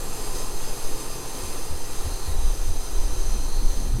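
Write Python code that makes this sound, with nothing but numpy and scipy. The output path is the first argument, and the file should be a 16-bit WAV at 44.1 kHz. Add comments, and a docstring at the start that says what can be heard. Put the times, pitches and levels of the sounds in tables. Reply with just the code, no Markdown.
"""A bright, rushing hiss over a hollow roar: water runs through a valve and pipes into a tank.
Turbulence and tiny collapsing bubbles excite the pipe resonances; the tank roars, rings and gurgles.
The hard walls of the small utility room add a short tail, and a mains hum lies underneath.
Air and handling rumble on the microphone, stronger in the second half, with soft thuds and scuffs
as someone shifts about."""
import sys
import numpy as np
from scipy import signal
from scipy.fft import rfft, irfft
from scipy.io import wavfile
from scipy.ndimage import uniform_filter1d

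SR = 44100
rng = np.random.default_rng(int(sys.argv[2]) if len(sys.argv) > 2 else 0)


def log_audio(samples):
    """Write samples as a 16-bit WAV file to the path given in sys.argv[1]."""
    # one column per channel
    frames = np.atleast_2d(samples).T
    # limit to full scale, then quantise
    limited = np.clip(frames, -1, 1)
    pcm = np.round(limited * 32767).astype(np.int16)
    wavfile.write(sys.argv[1], SR, pcm)


N = 176400


def undb(db):
    """Amplitude ratio: a factor of ten for every 20 dB."""
    return 10 ** (np.asarray(db) / 20)


def unit(x):
    """Normalisation to rms 1."""
    return x / np.sqrt(np.mean(x ** 2))


def times():
    """Uniform sampling: the time of each sample in seconds."""
    return np.arange(N) / SR


def fade(curve):
    """Amplitude envelope through points of time_s, level_db."""
    return undb(np.interp(times(), *np.array(curve).T))


def noise():
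    """White noise: equal mean power at all frequencies."""
    return rng.standard_normal(N)


def walk(rate_hz):
    """Slow random modulation: held values, smoothed twice; rms 1."""
    hold = int(SR / rate_hz)
    steps = noise()[np.arange(N) // hold]
    return unit(uniform_filter1d(uniform_filter1d(steps, hold), hold))


def colour(x, points):
    """Spectral shaping by points of frequency_hz, gain_db, rolling off beyond both ends; rms 1."""
    hz, db = np.array(points).T
    f = np.maximum(np.fft.rfftfreq(N, 1 / SR), .1)
    roll_off = (np.minimum(f / hz[0], 1) * np.minimum(hz[-1] / f, 1)) ** 2
    gain = undb(np.interp(np.log(f), np.log(hz), db))
    return unit(irfft(rfft(x) * roll_off * gain, N))


def ring(x, hz, stage_width_hz):
    """Forced resonance: two equal band-passes in series; rms 1."""
    f = np.fft.rfftfreq(N, 1 / SR)
    band = 1j * f * stage_width_hz / (hz ** 2 - f ** 2 + 1j * f * stage_width_hz)
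    return unit(irfft(rfft(x) * band ** 2, N))


def turbulence(bubbles_per_s=3000, spread_db=3):
    """Broadband flow noise with the impulses of tiny collapsing bubbles; rms 1."""
    strength = undb(spread_db * np.minimum(rng.exponential(size=N), 7))
    clicks = (rng.random(N) < bubbles_per_s / SR) * strength * np.sign(noise())
    return unit(noise() + undb(-5) * unit(clicks))


def room(x, t60_s=0.23, wet_db=-6):
    """Reverberation: dense reflections from close hard walls decay exponentially."""
    t = times()[:SR // 2]
    tail = noise()[:len(t)] * np.exp(-np.log(1000) * t / t60_s)
    padded = np.pad(x, (len(t) - 1, 0), mode="reflect")  # the room is already sounding at the start
    wet = signal.fftconvolve(padded, tail / np.linalg.norm(tail), mode="valid")
    return (x + undb(wet_db) * wet) / np.hypot(1, undb(wet_db))


def hum(pitch_hz=120, fade_db_per_s=-1.5, waver_db=0.6):
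    """Mains hum: a pure tone at twice the line frequency wavers and grows fainter."""
    level_db = -47 + fade_db_per_s * times() + waver_db * walk(rate_hz=3.57)
    return np.sqrt(2) * np.sin(2 * np.pi * pitch_hz * times()) * undb(level_db)


def rumble():
    """Slow air pressure fluctuations and swells of structure-borne handling noise on the microphone."""
    # Spectrum of the moving air: frequency_hz, gain_db
    draught_spectrum = [(1, -0.5), (3, -3), (5.5, 1), (10, -6), (18, -5.5), (24, -24.5), (36, -30),
                        (50, -29), (60, -38), (76, -34.5), (95, -43), (200, -62)]
    # Spectrum of the handling: frequency_hz, gain_db
    handling_spectrum = [(6, -24), (12, -13), (18, 4), (27, -2.5), (36, -10), (44, -21), (50, -12.5),
                         (60, -25.5), (80, -26), (110, -33.5), (250, -55)]
    # Swells of the handling: time_s, level_db
    swells = [(0, -34), (1.9, -40), (2.12, -21), (2.22, -26), (2.38, -18.5), (2.45, -21.5), (2.62, -23),
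              (2.88, -28.5), (3.0, -17), (3.2, -22.5), (3.38, -19), (3.5, -23), (3.65, -16), (3.78, -21),
              (3.9, -12.5), (4, -14)]
    draught = colour(noise(), draught_spectrum) * undb(-22.5)
    return draught + colour(noise(), handling_spectrum) * fade(swells)


def scuffs():
    """Friction noise: cloth rubs in short, dull bursts with Gaussian envelopes."""
    # Rubs of cloth: peak_s, sigma_s, level_db
    rubs = [(3.347, 0.033, -39), (3.637, 0.022, -38), (3.837, 0.056, -38), (3.997, 0.03, -33)]
    # Spectrum of the rubbing: frequency_hz, gain_db
    spectrum = [(70, -4), (130, 0), (220, 4.5), (400, -8.5), (700, -22), (2000, -35), (6000, -41.5)]
    envelope = sum(undb(db) * np.exp(-((times() - at) / sigma) ** 2 / 2) for at, sigma, db in rubs)
    return colour(turbulence(), spectrum) * envelope


def thuds(rise_s=0.02, decay_s=0.036, roughness=.3):
    """Damped vibration: each soft bump swells into a low, rough boom and dies exponentially."""
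    # Soft bumps: peak_s, pitch_hz, level_db
    bumps = [(1.45, 77.6, -34), (1.724, 76, -30), (2.068, 76.4, -28.5), (2.295, 76, -25.5),
             (2.45, 52.3, -27.5), (2.698, 81.3, -29.5), (3.95, 122, -27.5)]
    out = np.zeros(N)
    for at, hz, db in bumps:
        t = times() - at
        envelope = np.exp(-(np.minimum(t, 0) / rise_s) ** 2 - np.maximum(t, 0) / decay_s)
        tone = np.sqrt(2) * np.sin(2 * np.pi * (hz * t + rng.random()))
        boom = tone + roughness * ring(noise(), hz, stage_width_hz=84)
        out += undb(db) * envelope * boom
    return out


def gurgle(bubbles_per_s=170, low_hz=492.5, high_hz=2820, decay_cycles=4.5, rise=0.033, spread_db=3.5):
    """Bubble resonance: each rings briefly, rising a little in pitch; large ones are lower and louder."""
    out = np.zeros(N + 2048)
    t = np.arange(2048) / SR
    for when, pitch, strength in rng.random((int(bubbles_per_s * N / SR), 3)):
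        hz = low_hz * (high_hz / low_hz) ** pitch
        age = hz * t / decay_cycles
        gain = undb(spread_db * min(-np.log(1 - strength), np.pi)) / hz
        start = int(when * N)
        out[start:start + len(t)] += gain * np.exp(-age) * np.sin(2 * np.pi * hz * t * (1 + rise * age))
    return unit(out[:N]) * undb(-50)


def tank(mode_fade_db_per_s=-1):
    """Modal excitation: churning water roars, gurgles and drives narrow modes of tank and room."""
    # Spectrum of the churning water: frequency_hz, gain_db
    spectrum = [(60, -8), (150, 2.5), (205, -0.5), (280, 3.5), (450, -2), (530, 1), (590, -4.5), (680, -1),
                (880, 0), (1050, -5), (1250, -4.5), (1500, -12), (2200, -23.5), (4000, -45)]
    # Modes of tank and room: pitch_hz, width_hz, level_db
    modes = [(279.7, 12.5, -52.5), (331, 18, -52), (368.4, 10.9, -47.5), (418.3, 15.5, -47.5),
             (449.3, 23, -49.5), (492.6, 12, -50), (778, 9.3, -55), (905.6, 11, -55), (1024, 6.1, -53.5),
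             (1053, 11.6, -58), (1181, 17, -55.5), (1270, 7.7, -60.5), (2752, 43, -60)]
    # Envelope of roar, modes and gurgle together: time_s, gain_db
    envelope = [(0, 0), (.25, 0.5), (.62, -.5), (1.0, -0.5), (1.5, 0.1), (1.85, -2.5), (1.98, -0.5),
                (2.2, -1.3), (2.7, -2.5), (2.95, -0.5), (3.5, -1.2), (3.72, -3), (3.83, -1), (4, -7)]
    roar = colour(turbulence(), spectrum) * undb(-41)
    ringing = sum(ring(noise(), hz, width * np.sqrt(2)) * undb(db) for hz, width, db in modes)
    ringing *= undb(mode_fade_db_per_s * times())
    return (roar + ringing + room(gurgle())) * fade(envelope)


def valve(width_hz=270):
    """A moving resonance: a narrow band of hiss shifts in pitch and strength as the valve is handled."""
    # Path of the valve's resonance: time_s, pitch_hz, level_db
    path = [(0, 4200, -53), (2.0, 4168, -54), (2.14, 4160, -46.5), (2.28, 4212, -46), (2.311, 3953, -51),
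            (2.46, 3918, -51.5), (2.56, 3988, -57), (2.8, 4063, -51), (3.101, 4071, -52.5),
            (3.55, 4227, -45), (3.8, 4153, -49.5), (4, 4215, -52.5)]
    at, hz, db = np.array(path).T
    band = ring(turbulence(), hz.mean(), width_hz * np.sqrt(2))
    shift_cycles = np.cumsum(np.interp(times(), at, hz) - hz.mean()) / SR
    shifted = np.real(signal.hilbert(band) * np.exp(2j * np.pi * shift_cycles))
    return shifted * undb(np.interp(times(), at, db))


def pipes(flutter_hz=23.82, mode_flutter_db=1.2, overall_flutter_db=.35):
    """Flow-excited resonance: turbulence hisses and drives pipe modes that each flutter on their own."""
    # Spectrum of the flow through the valve: frequency_hz, gain_db
    hiss_spectrum = [(1300, -2.5), (1700, 1), (2150, -2), (3000, -3), (3700, -0.5), (4600, 1), (5500, -3.5),
                     (6900, -1), (7700, 0), (8300, -3.5), (8620, -1), (9000, -1.5), (9700, 1),
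                     (10500, -0.5), (11800, -3.5), (12600, -5.5), (14200, -10), (15600, -15)]
    # Envelope of the hiss: time_s, gain_db
    hiss_envelope = [(0, -0.7), (.2, -0.2), (.36, 2), (.52, -2.5), (.6, 1), (1.15, -0.3), (1.45, 0.6),
                     (1.8, -2.5), (2.06, 0.7), (2.22, -1.7), (2.28, 2), (2.35, -2.6), (2.42, -1.5),
                     (3.45, -2.5), (3.6, -2.5), (3.82, -1.7), (3.92, -4.5), (4, -2.5)]
    # Resonances of the pipe: pitch_hz, width_hz, start_gain_db, end_gain_db
    modes = [(2620, 240, -5, -12.5), (3125, 85, -16.5, -12.5), (5020, 390, -0.5, -5), (6073, 270, -8, 0.5),
             (6298, 320, 2, 0), (7480, 250, -3, -18), (8290, 250, -3, -6), (9060, 340, -2.5, -4.5),
             (9630, 190, -3.5, -20), (11400, 310, -4.5, -14.5), (12300, 170, -10, -22),
             (13200, 330, -10, -17)]
    # Envelope of the pipe's ringing: time_s, gain_db
    ring_envelope = [(0, -2), (.16, -1.5), (.24, 0.2), (.4, 0.7), (.52, -2.5), (.64, -0.5), (1.55, 0),
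                     (1.8, -1.5), (2.12, 0), (2.28, -2), (2.36, -4), (2.41, -.5), (2.95, 0), (3.44, 0.5),
                     (3.6, -4), (3.76, 1), (3.9, -3.5), (4, -4)]
    hiss = colour(turbulence(), hiss_spectrum) * undb(-41) * fade(hiss_envelope)
    ringing = np.zeros(N)
    for hz, width, start_db, end_db in modes:
        mode = ring(turbulence(), hz, width * np.sqrt(2))
        ringing += mode * undb(np.linspace(start_db, end_db, N) + mode_flutter_db * walk(flutter_hz))
    ringing *= undb(-46.5) * fade(ring_envelope)
    return (hiss + ringing + valve()) * undb(overall_flutter_db * walk(flutter_hz))


def scene():
    """Superposition: pipes in the room, tank, hum and the low sounds near the microphone, in mono."""
    return (room(pipes()) + tank() + hum() + rumble() + thuds() + scuffs())[None]


def record(dry):
    """Band limiting: a steep elliptic low-pass cuts the highest treble."""
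    cutoff_hz = 15700
    return signal.sosfilt(signal.ellip(10, .1, 80, cutoff_hz, fs=SR, output="sos"), dry)


dry = scene()
out = record(dry)
log_audio(out)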